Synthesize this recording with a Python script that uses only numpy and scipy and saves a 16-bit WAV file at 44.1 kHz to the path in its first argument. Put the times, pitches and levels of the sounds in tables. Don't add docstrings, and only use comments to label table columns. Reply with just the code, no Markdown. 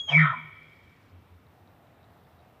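import sys
import numpy as np
from scipy import signal
from scipy.io import wavfile

SR = 44100
rng = np.random.default_rng(int(sys.argv[2]) if len(sys.argv) > 2 else 0)


def inscribe(sig):
    pcm = np.round(np.clip(np.atleast_2d(sig).T, -1, 1) * 32767)
    wavfile.write(sys.argv[1], SR, pcm.astype(np.int16))


def rack_gain(trim_db):
    fader = np.asarray(trim_db, float)
    return 10 ** (fader / 20)


N = 114660
LEAD = 30000
T = np.arange(-LEAD, N) / SR


def in_time(rows):
    s, *columns = np.transpose(rows)
    return [np.interp(T, s, c) for c in columns]


def rms_one(x):
    return x / np.sqrt(np.mean(x ** 2) + 1e-20)


def drift(rate_hz):
    r = np.exp(-2 * np.pi * rate_hz / SR)
    white = rng.standard_normal(len(T) + SR)
    return rms_one(signal.lfilter([1], [1, -2 * r, r * r], white)[SR:])


def resonance(x, hz, width_hz):
    r = np.exp(-np.pi * width_hz / SR)
    poles = [1, -2 * r * np.cos(2 * np.pi * hz / SR), r * r]
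    return signal.lfilter(np.array([1, 0, -1]) * (1 - r * r) / 2, poles, x + 1e-18)


def double_resonance(x, hz, width_hz):
    return resonance(resonance(x, hz, width_hz), hz, width_hz)


def ring(clicks, hz, t60):
    r, w = rack_gain(-60 / (t60 * SR)), 2 * np.pi * hz / SR
    return signal.lfilter([0, np.sin(w)], [1, -2 * r * np.cos(w), r * r], clicks + 1e-18)


def band(x, low_hz, high_hz, order):
    return signal.sosfilt(signal.butter(order, [low_hz, high_hz], "band", fs=SR, output="sos"), x)


def fade(end_s, length_s):
    return np.cos(np.pi / 2 * np.clip((T - end_s) / length_s, 0, 1)) ** 2


# frequency in Hz, density in dB per Hz.
WIND_COLOUR = [(15, -57), (25, -26.5), (92, -1.5), (242, -10), (714, -17), (1020, -16), (3920, -31.5),
               (5430, -41.5), (16000, -43)]
# time in seconds, level in dB.
WIND_LEVEL = [(0.0, -64.5), (0.31, -66.5), (0.66, -67), (0.95, -67), (2.6, -66.5)]


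def wind():
    level_db, = in_time(WIND_LEVEL)
    hz, db = np.transpose(WIND_COLOUR)
    edges = 22 * 2 ** np.arange(0, 9.6, .5)
    white = rng.standard_normal((2, len(T)))
    out = np.zeros(len(T))
    for k, (low, high) in enumerate(zip(edges, edges[1:])):
        band_db = np.interp(np.log(low * high) / 2, np.log(hz), db) + drift(4)
        out += rack_gain(band_db) * band(white[k % 2], low, high, order=2)
    return rack_gain(7.5 + level_db) * rms_one(out)


def hum():
    tone = double_resonance(rng.standard_normal(len(T)), hz=88, width_hz=26)
    return rack_gain(-68 + 2.5 * drift(4)) * rms_one(tone)


def hiss():
    step_db = 2.5 * (T > 1.455)
    level_db = -82 - 0.36 * (T + 0.8) + step_db + drift(7.3)
    return rack_gain(level_db) * rms_one(band(rng.standard_normal(len(T)), 12300, 17000, order=10))


def late_swell():
    gust = double_resonance(rng.standard_normal(len(T)), hz=676, width_hz=350)
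    return rack_gain(-65.5 + 1.4 * drift(3)) * (1 - fade(1.38, 0.19)) * rms_one(gust)


# start in seconds, length in seconds, level in dB, pitch in Hz.
THUMP_EVENTS = [
    (0.347, 0.065, -50.5, 240),
    (1.106, .11, -47.5, 90.6),
    (1.3, .09, -50, 88),
    (2.381, .05, -58, 82),
]


def thumps():
    out = np.zeros(len(T))
    for start_s, length_s, db, hz in THUMP_EVENTS:
        swell = np.sin(np.pi * np.clip((T - start_s) / length_s, 0, 1)) ** 0.74
        out += rack_gain(db) * swell * np.sin(2 * np.pi * hz * (T - start_s))
    return out


# frequency in Hz, level in dB, decay t60 in seconds.
RATTLE_MODES = [(5100, 0, .035), (4450, -3, .03), (3700, -6, .02), (2900, -6, .02)]


def rattle():
    start_s, step_s, whirr_end_s = .563, .0667, 1.1
    run = np.zeros(len(T))
    places = ((start_s + step_s * np.arange(9)) * SR).astype(int)
    run[LEAD + places] = rack_gain(-71 + rng.normal(0, 1, 9))
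    clatter = sum(rack_gain(db) * ring(run, hz, t60) for hz, db, t60 in RATTLE_MODES)
    whirr = rms_one(band(rng.standard_normal(len(T)), 1200, 4440, order=2))
    present = fade(whirr_end_s, 0.053) * (1 - fade(whirr_end_s - .6, 0.2))
    return clatter + rack_gain(-76.5) * present * whirr


# start in seconds, level in dB, pitch in Hz, number of touches.
TICK_EVENTS = [
    (1.468, -60.5, 3890, 1),
    (1.675, -59, 3870, 1),
    (1.87, -63.5, 3830, 1),
    (2.03, -58, 3870, 2),
    (2.25, -59, 3520, 1),
    (2.392, -59, 3830, 2),
]


def lone_ticks():
    gap_s, t60_s = .012, 0.014
    out = np.zeros(len(T))
    for start_s, db, hz, touches in TICK_EVENTS:
        click = np.zeros(len(T))
        places = ((start_s + gap_s * np.arange(round(touches))) * SR).astype(int)
        click[LEAD + places] = rack_gain(db)
        body = ring(click, hz, t60_s) + .5 * ring(click, hz * 0.3, t60_s)
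        out += band(body, 2260, 5600, order=2)
    return out


# frequency in Hz, decay t60 in seconds, level in dB.
VALLEY_TAIL = [(100, .9, -33.5), (300, 1.2, -22.5), (800, .7, -14.5), (1600, 1.3, -23), (2300, 1.22, -17),
               (3350, 2.1, -16.5), (6500, 0.81, -20), (10000, 0.83, -28.5)]


def valley_tail(x):
    t = np.arange(2 * SR) / SR
    hz, t60, db = np.transpose(VALLEY_TAIL)
    white = rng.standard_normal((3, len(t)))
    near_t60_s, rise_s = 0.26, 0.054
    near = band(white[2], 800, 2900, order=2) / np.sqrt(near_t60_s * SR / 20)
    reply = rack_gain(-5.5 - 60 * t / near_t60_s) * near
    edges = 70 * 2 ** np.arange(0, 7.6, .5)
    for k, (low, high) in enumerate(zip(edges, edges[1:])):
        centre = np.log(low * high) / 2
        life_s = np.interp(centre, np.log(hz), t60)
        decay = rack_gain(np.interp(centre, np.log(hz), db) - 60 * t / life_s)
        scatter = band(white[k % 2], low, high, order=2) / np.sqrt(life_s * SR / 20)
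        reply += decay * np.minimum(t / rise_s, 1) * scatter
    return signal.fftconvolve(x, reply)[:len(x)]


# delay in seconds, level in dB, lowest Hz, highest Hz.
SLOPE_ECHOES = [(.11, -6, 3290, 3360), (.11, -4, 6500, 6730), (.225, -28, 36, 900), (.47, -42.5, 40.7, 972),
                (.22, -22, 2183, 2564), (0.308, -34, 2250, 2478), (0.49, -40.5, 2210, 2504)]


def echoes(x):
    out = np.zeros(len(x))
    for delay_s, db, low_hz, top_hz in SLOPE_ECHOES:
        lag = int(delay_s * SR)
        out[lag:] += rack_gain(db) * band(x, low_hz, top_hz, order=2)[:-lag]
    return out


# time in seconds, pitch in Hz, level in dB.
CHEST_LINE = [(.08, 138, -76.5), (.104, 142, -45), (.134, 148.4, -29.5), (.176, 158, -19.5),
              (.224, 157.3, -19), (.25, 150.7, -22.5), (.28, 139.7, -37.5), (.31, 131, -36),
              (.345, 103, -67.5)]


def chest_tone():
    hz, db = in_time(CHEST_LINE)
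    cycle = 2 * np.pi * np.cumsum(hz * (1 + .004 * drift(30))) / SR
    cycle = cycle - cycle[LEAD + SR // 5]
    tone = np.sqrt(2) * rack_gain(db) * np.sin(cycle) * fade(0.54, 0.023) * (T > .08)
    depth = 0.96 * np.clip((db + 53.5) / 22, 0, 1)
    return tone, 1.5 + depth * np.sin(cycle + 0.19)


# time in seconds, pitch in Hz.
WHISTLE_PITCH = [(-.1, 3345), (.01, 3312), (.07, 3275), (.094, 3170), (.134, 2320), (.165, 2200),
                 (.2, 1900), (.265, 1400), (.345, 930)]
# time in seconds, level in dB, roughness from 0 to 1.
WHISTLE_LEVEL = [(.012, -31, .02), (.03, -46, .02), (.066, -52, .03), (.094, -27, .08), (.112, -34, .3),
                 (.155, -24, .3), (.21, -24, .55), (.28, -29, .85), (.34, -32, .7)]
# multiple of the pitch, level in dB, time in seconds at which it dies.
WHISTLE_OVERTONES = [(2, -58, .11), (3, -77, .11)]


def nose_whistle():
    (hz,), (db, rough) = in_time(WHISTLE_PITCH), in_time(WHISTLE_LEVEL)
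    held = np.clip(T / -.12, 0, 1)
    wander_hz = 26.4 * drift(3) * held + 280.8 * rough * drift(150)
    turn = 2 * np.pi * np.cumsum(hz + wander_hz) / SR
    shake = rack_gain(1.9 * rough * drift(120))
    dip_db = -14 * np.exp(-((T + .055) / .035) ** 4)
    level = rack_gain(db + held * (-29.5 - db) + dip_db)
    whistle = level * shake * np.sin(turn) * fade(.34, 0.0082)
    overtones = np.zeros(len(T))
    for k, level_db, end_s in WHISTLE_OVERTONES:
        overtones += rack_gain(level_db) * shake * np.sin(k * turn) * fade(end_s - .025, .045)
    return whistle, overtones


# time in seconds, level in dB, brightest frequency in Hz.
BREATH_LINE = [(.066, -69, 720), (.082, -33.5, 720), (.12, -29.5, 740), (.16, -36, 800), (.2, -30, 1700),
               (.27, -30, 1200), (.33, -44, 1000), (.37, -56.5, 1034)]


def breath(chop):
    db, bright_hz = in_time(BREATH_LINE)
    return rack_gain(db) * fade(.35, .03) * chop, bright_hz


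# frequency in Hz, width in Hz, level in dB.
THROAT_PEAKS = [(670, 65, 0.5), (950, 33, 1), (1040, 140, -3), (1295, 54, 4.5), (1480, 66, 0.5),
                (1818, 69, 6), (2301, 160, 7.5), (2490, 90, -13), (3249, 380, 3), (3323, 97, 4),
                (3660, 78, -15)]


def throat(whistle, stream, bright_hz):
    noise = stream * rng.standard_normal(len(T)) * 4
    floor = 0.17 * (1 - fade(0.063, .05))
    out = rack_gain(-24) * whistle
    for k, (hz, width_hz, db) in enumerate(THROAT_PEAKS):
        octaves = np.log2(hz / bright_hz)
        share = floor + np.exp(-(octaves / 0.31) ** 2 / 2)
        out = out + (-1) ** k * rack_gain(db) * resonance(whistle + noise * share, hz, width_hz)
    return band(out, 470, 3690, order=12)


# frequency in Hz, width in Hz, level in dB.
HIGH_PEAKS = [(4455, 760, -1.5), (5070, 750, 2), (5510, 492, -4.5), (6520, 150, -4), (7600, 360, -11.5)]


def high_breath(stream):
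    white = rng.standard_normal(len(T))
    above = band(white, 4750, 9000, order=8)
    out = np.zeros(len(T))
    for hz, width_hz, db in HIGH_PEAKS:
        if hz < 4600:
            part = double_resonance(white, hz, width_hz) * (1 - fade(0.1324, .03))
        else:
            part = double_resonance(above, hz, width_hz)
        out += rack_gain(db) * part
    present = fade(0.13, .14) * np.clip((T - .075) / 0.035, 0, 1)
    return rack_gain(-29) * stream * present * rms_one(out)


def elk():
    chest, chop = chest_tone()
    whistle, overtones = nose_whistle()
    stream, bright_hz = breath(chop)
    voice = throat(whistle * chop, stream, bright_hz)
    return chest + voice + high_breath(stream) + overtones


def scene():
    background = wind() + hum() + hiss() + late_swell() + thumps() + rattle() + lone_ticks()
    call = elk()
    return (background + valley_tail(call) + echoes(call) + call)[None, LEAD:]


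def top_cut(x):
    return signal.sosfilt(signal.butter(12, 16620, fs=SR, output="sos"), x)


def record(dry):
    faded_in = dry * np.clip(T[LEAD:] / .0003, 0, 1)
    low_pass = signal.cheby2(16, 60, 15760 + 60, fs=SR, output="sos")
    mix = signal.sosfilt(low_pass, faded_in)
    return top_cut(mix)


dry = scene()
out = record(dry)
inscribe(out)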